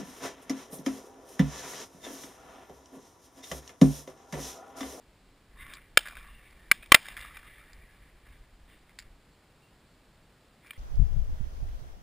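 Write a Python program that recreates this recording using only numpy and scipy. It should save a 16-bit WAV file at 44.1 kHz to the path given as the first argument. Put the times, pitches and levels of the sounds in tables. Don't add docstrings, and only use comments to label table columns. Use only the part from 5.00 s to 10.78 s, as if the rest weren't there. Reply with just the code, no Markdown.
import sys
import numpy as np
from scipy import signal
from scipy.fft import rfft, irfft
from scipy.io import wavfile
from scipy.ndimage import uniform_filter1d

SR = 44100
rng = np.random.default_rng(int(sys.argv[2]) if len(sys.argv) > 2 else 0)


def voltage_ratio(level):
    return 10 ** (np.asarray(level, float) / 20)


def generate_wav(signal):
    frames = np.transpose(np.atleast_2d(signal))
    scaled = np.clip(frames, -1, 1) * 32767
    pcm = np.round(scaled).astype(np.int16)
    wavfile.write(sys.argv[1], SR, pcm)


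N = 254811
T = np.arange(N) / SR
COARSE_T = T[::32]
SIDES = np.array([[1], [-1]])

# t/s, peak/dB, time to gain drop/ms, gain drop/dB, forerunner lead/ms
SHOTS = [
    (0.9734, 4.5, 6.2, -8.5, 0.62),
    (1.7149, 3.5, 5.7, -4.5, 1.41),
    (1.92, 12, 4.7, -13.5, 0.71),
    (1.9452, 14.5, 5.7, -9, 0.36),
]
# f/Hz, density/dB
CASE_COLOUR = [(180, -43), (300, -12.5), (395, -22.5), (603, -10), (855, -16.5), (1170, -7.5), (1550, -6),
               (2050, -6.5), (2560, -12), (2790, -11), (2970, -15.5), (3720, -15), (4160, -26.5),
               (5270, -18), (5900, -41.5), (7670, -67.5), (13000, -120)]


def level(x, rms_db):
    return x * voltage_ratio(rms_db) / np.sqrt(np.mean(x ** 2))


def colour(x, shape):
    hz, db = np.transpose(shape)
    f_hz = np.fft.rfftfreq(len(x), 1 / SR) + 1
    gain_db = np.interp(np.log(f_hz), np.log(hz), db)
    return irfft(rfft(x) * voltage_ratio(gain_db), len(x))


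def sos_filter(x, order, edges_hz):
    return signal.sosfilt(signal.butter(order, edges_hz, "bandpass", fs=SR, output="sos"), x)


def walk(rate_hz):
    k = int(SR / rate_hz)
    steps = np.repeat(rng.standard_normal(N // k + 1), k)
    return 1.4 * uniform_filter1d(steps, k)[:N]


def ring(t, hz, db, t60_s, phase=0):
    return (t >= 0) * voltage_ratio(db - 60 * np.abs(t) / t60_s) * np.sin(2 * np.pi * hz * t + phase)


def swell(bursts, rise_db_per_s):
    power = 0
    for start_s, hold_s, db, t60_s in bursts:
        rise_db = rise_db_per_s * np.clip(start_s - COARSE_T, 0, None)
        fall_db = 60 * np.clip(COARSE_T - start_s - hold_s, 0, None) / t60_s
        power = power + voltage_ratio(db - rise_db - fall_db) ** 2
    return np.interp(T, COARSE_T, np.sqrt(power))


def add(out, start_s, x):
    i = int(start_s * SR)
    out[..., i:i + x.shape[-1]] += x[..., :N - i]


def air():
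    # f/Hz, density/dB
    hush_colour = [(12, -35), (20, -3), (135, -3), (295, -8), (317, -8.5), (499, -11.5), (2350, -18.5),
                   (2710, -19.5), (3520, -21), (4470, -21.5), (5950, -26.5), (7740, -64), (13100, -120)]
    # f/Hz, density/dB
    hiss_colour = [(12, -35.5), (20, -20), (64, -20), (130, -10), (300, -3), (1940, -3.5), (5410, -3),
                   (5950, -15), (7740, -45.5), (13100, -120)]
    hush = level(colour(rng.standard_normal(N), hush_colour), -62) * voltage_ratio(0.41 * walk(2.0))
    hiss = level(colour(rng.standard_normal(N), hiss_colour), -78)
    return hush + hiss * SIDES


def wind():
    # centre t/s, peak/dB, fall to either side/(dB/s)
    gusts = [(.09, -59, 300), (.29, -58, 200), (.62, -49.5, 90), (.8, -60, 102), (1.0, -54, 53),
             (1.2, -48.5, 124.5), (1.332, -49, 149), (1.54, -55, 204), (1.68, -55, 75), (1.8, -53.5, 300),
             (1.88, -56.5, 299), (2.18, -49, 116), (2.35, -54, 38), (2.63, -58.5, 100),
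             (2.78, -45.5, 299.5), (2.86, -54, 118), (3.03, -53.5, 220), (3.15, -54.5, 220),
             (3.3, -51, 180), (3.41, -50.5, 220), (3.55, -53.5, 200), (3.64, -54.5, 150), (3.78, -60, 60),
             (4.09, -50.5, 108.5), (4.29, -68, 100), (4.57, -66, 150), (4.73, -63, 200), (4.97, -70, 80),
             (5.2, -65, 30), (5.68, -74, 80)]
    low = colour(rng.standard_normal(N), [(12, -9.5), (30, 1.0), (50, 0.0), (90, -17.0), (250, -35.5), (1000, -72)])
    low /= np.sqrt(uniform_filter1d(low ** 2, SR // 12) + 1e-12)
    power = sum(voltage_ratio(db - fall * np.abs(COARSE_T - s)) ** 2 for s, db, fall in gusts)
    return low * np.interp(T, COARSE_T, np.sqrt(power))


def streaks():
    # t/s, length/s, f/Hz, level/dB
    bands = [(0.572, .06, 3680, -62), (0.672, 0.057, 3650, -63), (.54, 0.23, 1110, -63),
             (0.582, 0.081, 2050, -53.5), (.59, .2, 1440, -63), (1.02, 0.22, 2370, -60),
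             (1.251, 0.16, 2780, -65), (1.09, 0.24, 1150, -64), (1.104, .2, 3650, -75),
             (1.223, .08, 1750, -66), (1.744, 0.062, 2350, -64), (1.815, 0.029, 2440, -51),
             (1.857, 0.014, 2350, -53), (1.959, 0.033, 2380, -46.5), (1.98, .06, 3150, -60.5),
             (1.979, 0.072, 1180, -67), (2.06, 0.087, 2750, -64), (2.083, .05, 2350, -59),
             (2.17, 0.097, 2040, -57), (2.169, 0.17, 1200, -61), (2.182, 0.054, 2800, -59),
             (2.197, .1, 3700, -64), (2.287, .09, 2010, -62), (2.333, 0.065, 2300, -58),
             (2.418, 0.11, 1720, -63.5), (2.42, 0.064, 1220, -63), (2.458, 0.097, 2020, -63),
             (2.569, 0.18, 1800, -72), (2.575, .055, 1313, -61.5), (2.58, .05, 2320, -65),
             (5.65, 0.04, 1313, -67), (5.725, 0.04, 3250, -66), (5.652, .035, 2330, -63),
             (5.685, .02, 2370, -59), (5.68, .025, 1700, -62), (5.74, .04, 2000, -63),
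             (5.63, .025, 3400, -67), (2.62, .08, 1700, -69), (2.79, .08, 1900, -69), (2.86, .1, 1680, -69),
             (1.56, .12, 1800, -67), (.505, .02, 2000, -69)]
    width_hz, edge_s = 150, 0.024
    out, t = np.zeros(N), np.arange(SR // 3) / SR
    for s, length_s, hz, db in bands:
        band = rng.standard_normal(len(t))
        for q in (hz / width_hz, hz / width_hz / 2):
            band = signal.lfilter(*signal.iirpeak(hz, q, SR), band)
        gate = np.clip(.5 + np.minimum(t - edge_s / 2, length_s - t) / edge_s, 0, 1)
        add(out, s, level(band, db) * gate)
    return out


def case_wash(treble_db, rumble_db, grain_db):
    # f/Hz, width/Hz, level over broad colour/dB
    case_peaks = [(1130, 40, 8), (1730, 170, 5.5), (2040, 260, 3), (2360, 160, 6), (2780, 85, 0.5),
                  (3110, 310, 1), (3620, 410, 3)]
    grain = voltage_ratio(grain_db * walk(160))
    wash = colour(rng.standard_normal(N), CASE_COLOUR)
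    for hz, width_hz, db in case_peaks:
        peak = signal.lfilter(*signal.iirpeak(hz, hz / width_hz, SR), wash)
        wash = wash + voltage_ratio(db + 2.5 * walk(14)) * peak
    wash = level(wash, 0)
    dull = signal.sosfiltfilt(signal.butter(3, 3700, fs=SR, output="sos"), wash)
    rumble_colour = [(60, -20.5), (110, -3.0), (200, -3.5), (450, -12.5), (900, -31.0)]
    rumble = level(colour(rng.standard_normal(N), rumble_colour), 0)
    return grain * (dull + voltage_ratio(treble_db) * (wash - dull)) + voltage_ratio(rumble_db) * rumble


def rustle():
    # t/s, hold/s, level/dB, t60/s
    strokes = [(.61, 0.061, -53.5, 0.86), (.7, 0.035, -52.5, 0.34), (1.52, 0.019, -76.5, 0.43),
               (1.6, 0.064, -64, 0.44), (2.95, .02, -65.5, 0.31), (3.03, 0.13, -69.5, 0.43),
               (3.27, 0.066, -60.5, .6), (3.7, 0.033, -60.5, 0.42), (3.9, .02, -68, .3),
               (4.0, 0.041, -66, 0.55), (5.66, 0.038, -62, 0.26), (5.735, .04, -66.5, .5)]
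    return swell(strokes, 250) * case_wash(treble_db=0.5, rumble_db=-12, grain_db=1.5)


def strike_case(hits):
    # f/Hz, level/dB, t60/s
    slap_modes = [(900, -11.5, .01), (1143, -6.5, .014), (1360, -2, 0.014), (1680, -3.5, .012),
                  (2040, -4, .012), (2380, -3, .018), (2780, -11.5, 0.013), (3200, -10, .012),
                  (3650, -8.5, 0.013)]
    slap_db, slap_scatter_db, puff_db, t60_s = -3.5, 3, -9.5, .016
    out, t = np.zeros(N), np.arange(SR // 12) / SR
    slap = np.array([ring(t, hz, db + slap_db, mode_t60_s, 2.0 * k)
                     for k, (hz, db, mode_t60_s) in enumerate(slap_modes)])
    soft = 1 - np.exp(-t / 0.00038)
    for s, db, hz, bright_db in hits:
        noise = rng.standard_normal(len(t))
        puff = level(colour(noise, CASE_COLOUR), db + puff_db)
        puff += level(sos_filter(noise, 3, (3000, 4150)), db + bright_db - 5.5)
        puff += level(sos_filter(noise, 2, (4400, 5600)), db + bright_db - 12)
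        modes = voltage_ratio(db - 5 + slap_scatter_db * noise[:len(slap)]) @ slap
        tone = ring(t, hz, db - 1.5, t60_s)
        add(out, s, soft * (tone + modes + puff * voltage_ratio(-60 * t / (1.3 * t60_s))))
    return out


def knocks():
    # t/s, peak/dB, ring f/Hz, bright part/dB
    hits = [(0.665, -37, 2040, -30), (0.7359, -32.5, 1750, 0.5), (0.7695, -37.5, 2300, -24),
            (1.527, -45.5, 2330, -18), (3.894, -49, 2100, -14), (3.9882, -44.5, 1043, -25),
            (4.024, -50, 2800, -8), (5.6466, -48, 1360, -12), (5.6624, -47, 1750, -15),
            (5.7329, -43, 1750, -6)]
    return strike_case(hits)


def clicks():
    # t/s, peak/dB, ring f/Hz, dull part/dB
    ticks = [(0.740, -46, 4800, -10), (0.7465, -49, 4900, -4), (0.752, -50.5, 4800, -4),
             (0.762, -59, 4500, 0), (1.5085, -63, 4750, 6), (2.732, -50, 4850, -3),
             (3.9879, -34, 4777, -4.5), (3.9955, -42.5, 4700, -2), (4.0002, -48, 4750, 0),
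             (4.0055, -56, 4650, 6), (4.0112, -58, 4700, -8), (4.0154, -59, 4700, -1),
             (4.0231, -54, 5230, -1), (4.029, -62, 4700, 1), (5.670, -57, 5300, 4)]
    out, t = np.zeros(N), np.arange(SR // 12) / SR
    soft = 1 - np.exp(-t / 0.00021)
    for s, db, hz, dull_db in ticks:
        noise = rng.standard_normal(len(t))
        grit = level(sos_filter(noise, 3, (3800, 5250)), db + 0.5)
        grit += level(sos_filter(noise, 2, (1500, 2500)), db + dull_db)
        add(out, s, soft * (ring(t, hz, db + 2.5, 0.011) + grit * voltage_ratio(-60 * t / 0.016)))
    return out


def shots():
    # f/Hz, level/dB, t60/s
    rings = [
        [(1460, -18, 0.011), (1670, -2, 0.016), (2050, -16, .02), (2341, -1.5, .025), (2780, -11, 0.035),
         (2990, -19, .03), (3150, -8, 0.04), (3600, -8, 0.017), (4050, -20, .012), (4330, -12, 0.0097),
         (5180, -13, 0.016)],
        [(1190, -13, 0.024), (1630, -9, 0.03), (2030, -5, 0.016), (2300, 1, .024), (2660, -18, .016),
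         (2900, -11, 0.016), (3500, -24, 0.016), (3900, -18, 0.012), (4300, -11, 0.009), (4760, -12, 0.011),
         (5200, -10, 0.008)],
        [(1165, 0, 0.024), (1380, -7, .016), (1740, -10.5, 0.018), (2020, -1, 0.03), (2350, 1, 0.026),
         (2690, -9, 0.021), (3130, -2, 0.024), (3420, -9, .016), (3640, -6, 0.016), (4350, -30, 0.016),
         (5170, -24, 0.014), (5520, -10, .016)],
        [(1120, 9, .035), (1360, -2, 0.03), (1860, -4, 0.022), (2050, 2, 0.018), (2415, -3.5, 0.025),
         (2720, 1, 0.013), (3100, 1, .018), (3415, -7, .02), (3740, -2.5, 0.018), (4120, -5, 0.022),
         (4540, -13, 0.015), (4850, -14, .012), (5270, -17, .018)],
    ]
    # forerunner/dB, gas jet/dB, low boom/dB, lower band edge of the crack/Hz
    jets = [(-16.5, -29.5, -35, 1270), (-14.5, -41.5, -24, 1200), (-17, -28.5, -38, 1100),
            (-15.5, -30.5, -41, 1520)]
    # thump f/Hz, thump/dB, turf scatter/dB, scatter t60/s, unlike left-right/dB
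    after = [(542.7, -18, -46, 0.138, -46), (640, -29, -41, 0.039, -55.5), (420, -25.5, -38, 0.1, -49),
             (660, -23, -37, 0.088, -30)]
    # f/Hz, density/dB
    unlike_colour = [(30, -30), (150, -27), (500, -20), (1000, -20), (1600, -15), (2800, -2), (4500, -12),
                     (5900, -20)]
    early_s = .012
    thump_rise_s, ring_out_db_per_s = .0003, 900
    lurch_db, lurch_s = -44, .004
    out, t = np.zeros((2, N)), np.arange(SR // 4) / SR
    late = t - early_s
    begun, age = late > 0, np.abs(late)
    for shot, jet, tail, modes in zip(SHOTS, jets, after, rings):
        s, db, full_ms, drop_db, lead_ms = shot
        lead_db, jet_db, boom_db, edge_hz = jet
        thump_hz, thump_db, turf_db, turf_t60_s, unlike_db = tail
        noise = rng.standard_normal((3, len(t)))

        case = sum(-ring(t[:SR // 20], hz, mode_db, t60_s, 0.099 * k)
                   for k, (hz, mode_db, t60_s) in enumerate(modes))
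        push = voltage_ratio(jet_db - 60 * age / 0.039) * noise[0] * begun
        push[np.argmax(begun)] += 1
        push[int((early_s - lead_ms / 1000) * SR)] += voltage_ratio(lead_db)
        crack = signal.fftconvolve(push, case)[:len(t)]
        passed = signal.ellip(4, 1, 32, (edge_hz, 5550), "bandpass", fs=SR, output="sos")
        crack = signal.sosfilt(passed, crack)

        thump = ring(late, thump_hz, thump_db, 0.018, 0.89) + ring(late, 175, boom_db, 0.016, 0.91)
        thump *= 1 - np.exp(-age / thump_rise_s)
        roar = level(colour(noise[0], CASE_COLOUR), jet_db + 9.5) * voltage_ratio(-60 * age / 0.017) * begun
        crack = crack / np.abs(crack).max() - thump + roar

        after_full_s = late - full_ms / 1000
        full = after_full_s < 0
        dip_db = drop_db * uniform_filter1d(1. - full, SR // 1000)
        crack *= voltage_ratio(dip_db - ring_out_db_per_s * np.clip(after_full_s, 0, None))

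        turf = level(colour(noise[1], CASE_COLOUR), turf_db) * voltage_ratio(-60 * age / turf_t60_s) * begun
        unlike = level(colour(noise[2], unlike_colour), unlike_db) * np.exp(-np.abs(late - .003) / 0.0027)
        unlike += voltage_ratio(lurch_db - db) * np.exp(-((late - .006) / lurch_s) ** 2)
        add(out, s - early_s, voltage_ratio(db) * (crack + turf + unlike * SIDES))
    return out


def echoes():
    # t/s, peak/dB, ring f/Hz, bright part/dB
    arrivals = [(0.9903, -24, 3080, -1), (1.0565, -33, 1440, -21), (1.0631, -31.5, 1670, -30),
                (1.072, -31, 1670, -12), (1.0836, -32, 1700, -1.5), (1.0984, -38, 1400, -17),
                (1.1095, -38, 1480, -19), (1.1228, -36.5, 1380, -17), (1.1315, -39, 1150, -18),
                (1.1532, -40, 2360, -8), (1.161, -43, 1310, -24), (1.1685, -31, 1550, -25),
                (1.1745, -35, 1600, -19), (1.2094, -43, 1330, -29), (1.274, -46, 1660, -3.5),
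                (1.827, -44, 3380, -6.5), (1.8306, -36, 2380, -13), (1.8597, -42, 2300, -8),
                (1.9594, -21, 2320, -20), (2.0561, -34.5, 1750, -20.5), (2.0656, -36, 1730, -16),
                (2.0845, -28.5, 2050, -10), (2.1205, -40, 2350, -22), (2.167, -30.5, 1800, -6),
                (2.1744, -30, 2060, -12), (2.2045, -36.5, 2050, -8), (2.2109, -35.5, 2050, -3),
                (2.2242, -36, 2040, -19.5), (2.2486, -34, 1260, -21), (2.3684, -35, 1250, -12),
                (2.371, -32, 2380, -28), (2.615, -48, 1770, -25),
                (1.007, -36, 2750, -8), (1.032, -47, 2320, -15), (1.187, -43, 2350, -17),
             (1.195, -47, 1800, -15), (1.229, -46, 1100, -20), (1.247, -46, 990, -20),
             (1.287, -48.5, 1100, -20), (1.750, -49, 2390, -21), (2.102, -41, 2300, -15),
             (2.181, -36.5, 1150, -12), (2.192, -36, 2030, -13), (2.260, -38, 2000, -10),
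             (2.309, -44, 1200, -20), (2.324, -46, 1250, -18), (2.3454, -45, 2100, -22),
             (2.357, -44, 2000, -22.5), (2.394, -43, 1800, -18), (2.43, -44, 1680, -20),
             (2.445, -46, 1600, -20), (2.591, -48, 2300, -9)]
    return strike_case(arrivals)


def echo_clouds():
    # t/s, hold/s, level/dB, t60/s
    bursts = [(.99, 0.029, -54.5, 0.66), (1.056, 0.025, -54, 0.4), (1.17, 0.03, -57, 1.94),
              (1.725, .025, -56.5, .3), (1.8, .05, -66, .4), (1.98, 0.04, -54.5, 0.99),
              (2.057, 0.012, -51, .3), (2.085, 0.032, -51, 0.32), (2.168, 0.075, -52, 0.98),
              (2.34, 0.044, -55.5, 0.42), (2.43, 0.059, -58.5, 1.6), (2.58, 0.025, -61, 1.1),
              (1.42, .25, -68, .5), (2.7, .05, -65, 2.2)]
    fired_s = np.array(SHOTS)[:, 0]
    last_shot = np.maximum(np.searchsorted(fired_s, T) - 1, 0)
    age_s = np.abs(T - fired_s[last_shot])
    wash = case_wash(treble_db=21 * np.exp(-age_s / 0.24), rumble_db=-17.5, grain_db=1.5)
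    return (T > fired_s[0]) * swell(bursts, 1500) * wash


def slopes():
    # t/s, level/dB, t60/s
    returns = [
        (.99, -58, 0.67),
        (1.725, -56.5, 0.3),
        (1.96, -54, 1.5),
    ]
    # f/Hz, density/dB
    slope_colour = [(300, -20.5), (700, -2.5), (1200, 1), (2500, -4), (4000, -6.5), (5200, -6.5),
                    (5900, -22)]
    wash = level(colour(rng.standard_normal(N), slope_colour), 0) * voltage_ratio(1.5 * walk(150))
    return wash * sum((T > s) * voltage_ratio(db - 60 * np.abs(T - s) / t60_s) for s, db, t60_s in returns)


def birds():
    # t/s, length/s, f/Hz, glide/Hz, level/dB
    peeps = [(4.335, 0.058, 4350, 40, -74), (4.53, .08, 2700, -58, -82), (4.656, .07, 2764, 1, -68),
             (4.71, .05, 2830, -150, -78), (4.93, .09, 4370, 90.5, -77), (5.14, 0.0488, 4400, 60, -81),
             (5.22, .06, 2780, -79, -78), (5.245, .05, 4540, 99, -76)]
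    out = 0
    for s, length_s, hz, glide_hz, db in peeps:
        u = (T - s) / length_s
        phase = 2 * np.pi * np.cumsum(hz + glide_hz * np.tanh(u)) / SR
        tone = (1 + 0.2 * walk(60)) * np.sin(phase) + 0.3 * walk(60) * np.cos(phase)
        out = out + voltage_ratio(db) * np.exp(-(2 * u) ** 4) * tone
    return out


def latch():
    # f/Hz, level/dB, t60/s
    latch_modes = [(2380, -11, 0.04), (2310, -8, .024), (2420, -21, .014), (1800, -19, 0.014),
                   (3220, -16, 0.016), (1380, -37.5, 0.017)]
    t = T - 5.7075
    tick = ring(t, 2880, 4, 0.0028)
    seat = sum(ring(t - .0016, *mode) for mode in latch_modes)
    return sos_filter(voltage_ratio(-28) * (tick + seat), 2, (1100, 4200))


def scene():
    handling = streaks() + rustle() + knocks() + clicks() + latch()
    firing = shots() + echoes() + echo_clouds() + slopes()
    return air() + wind() + handling + firing + birds()


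def top_cut(x):
    return signal.sosfilt(signal.butter(12, 16390, fs=SR, output="sos"), x)


def record(dry):
    store_hz, ceiling = 12000, .94
    clipped = np.clip(dry, -1.05, 1.05)
    stored = signal.resample_poly(clipped, store_hz, SR, axis=1)
    held = np.repeat(stored, 4, axis=1)
    held = signal.resample_poly(held, SR, 4 * store_hz, axis=1)[:, :N]
    held = np.pad(held, ((0, 0), (0, N - held.shape[1])))
    gentle = signal.ellip(6, .2, 28, 15300, fs=SR, output="sos")
    steep = signal.ellip(8, .2, 60, 16300, fs=SR, output="sos")
    mix = signal.sosfilt(np.vstack([gentle, steep]), np.clip(held, -ceiling, ceiling))
    return top_cut(mix)


dry = scene()
out = record(dry)
generate_wav(out)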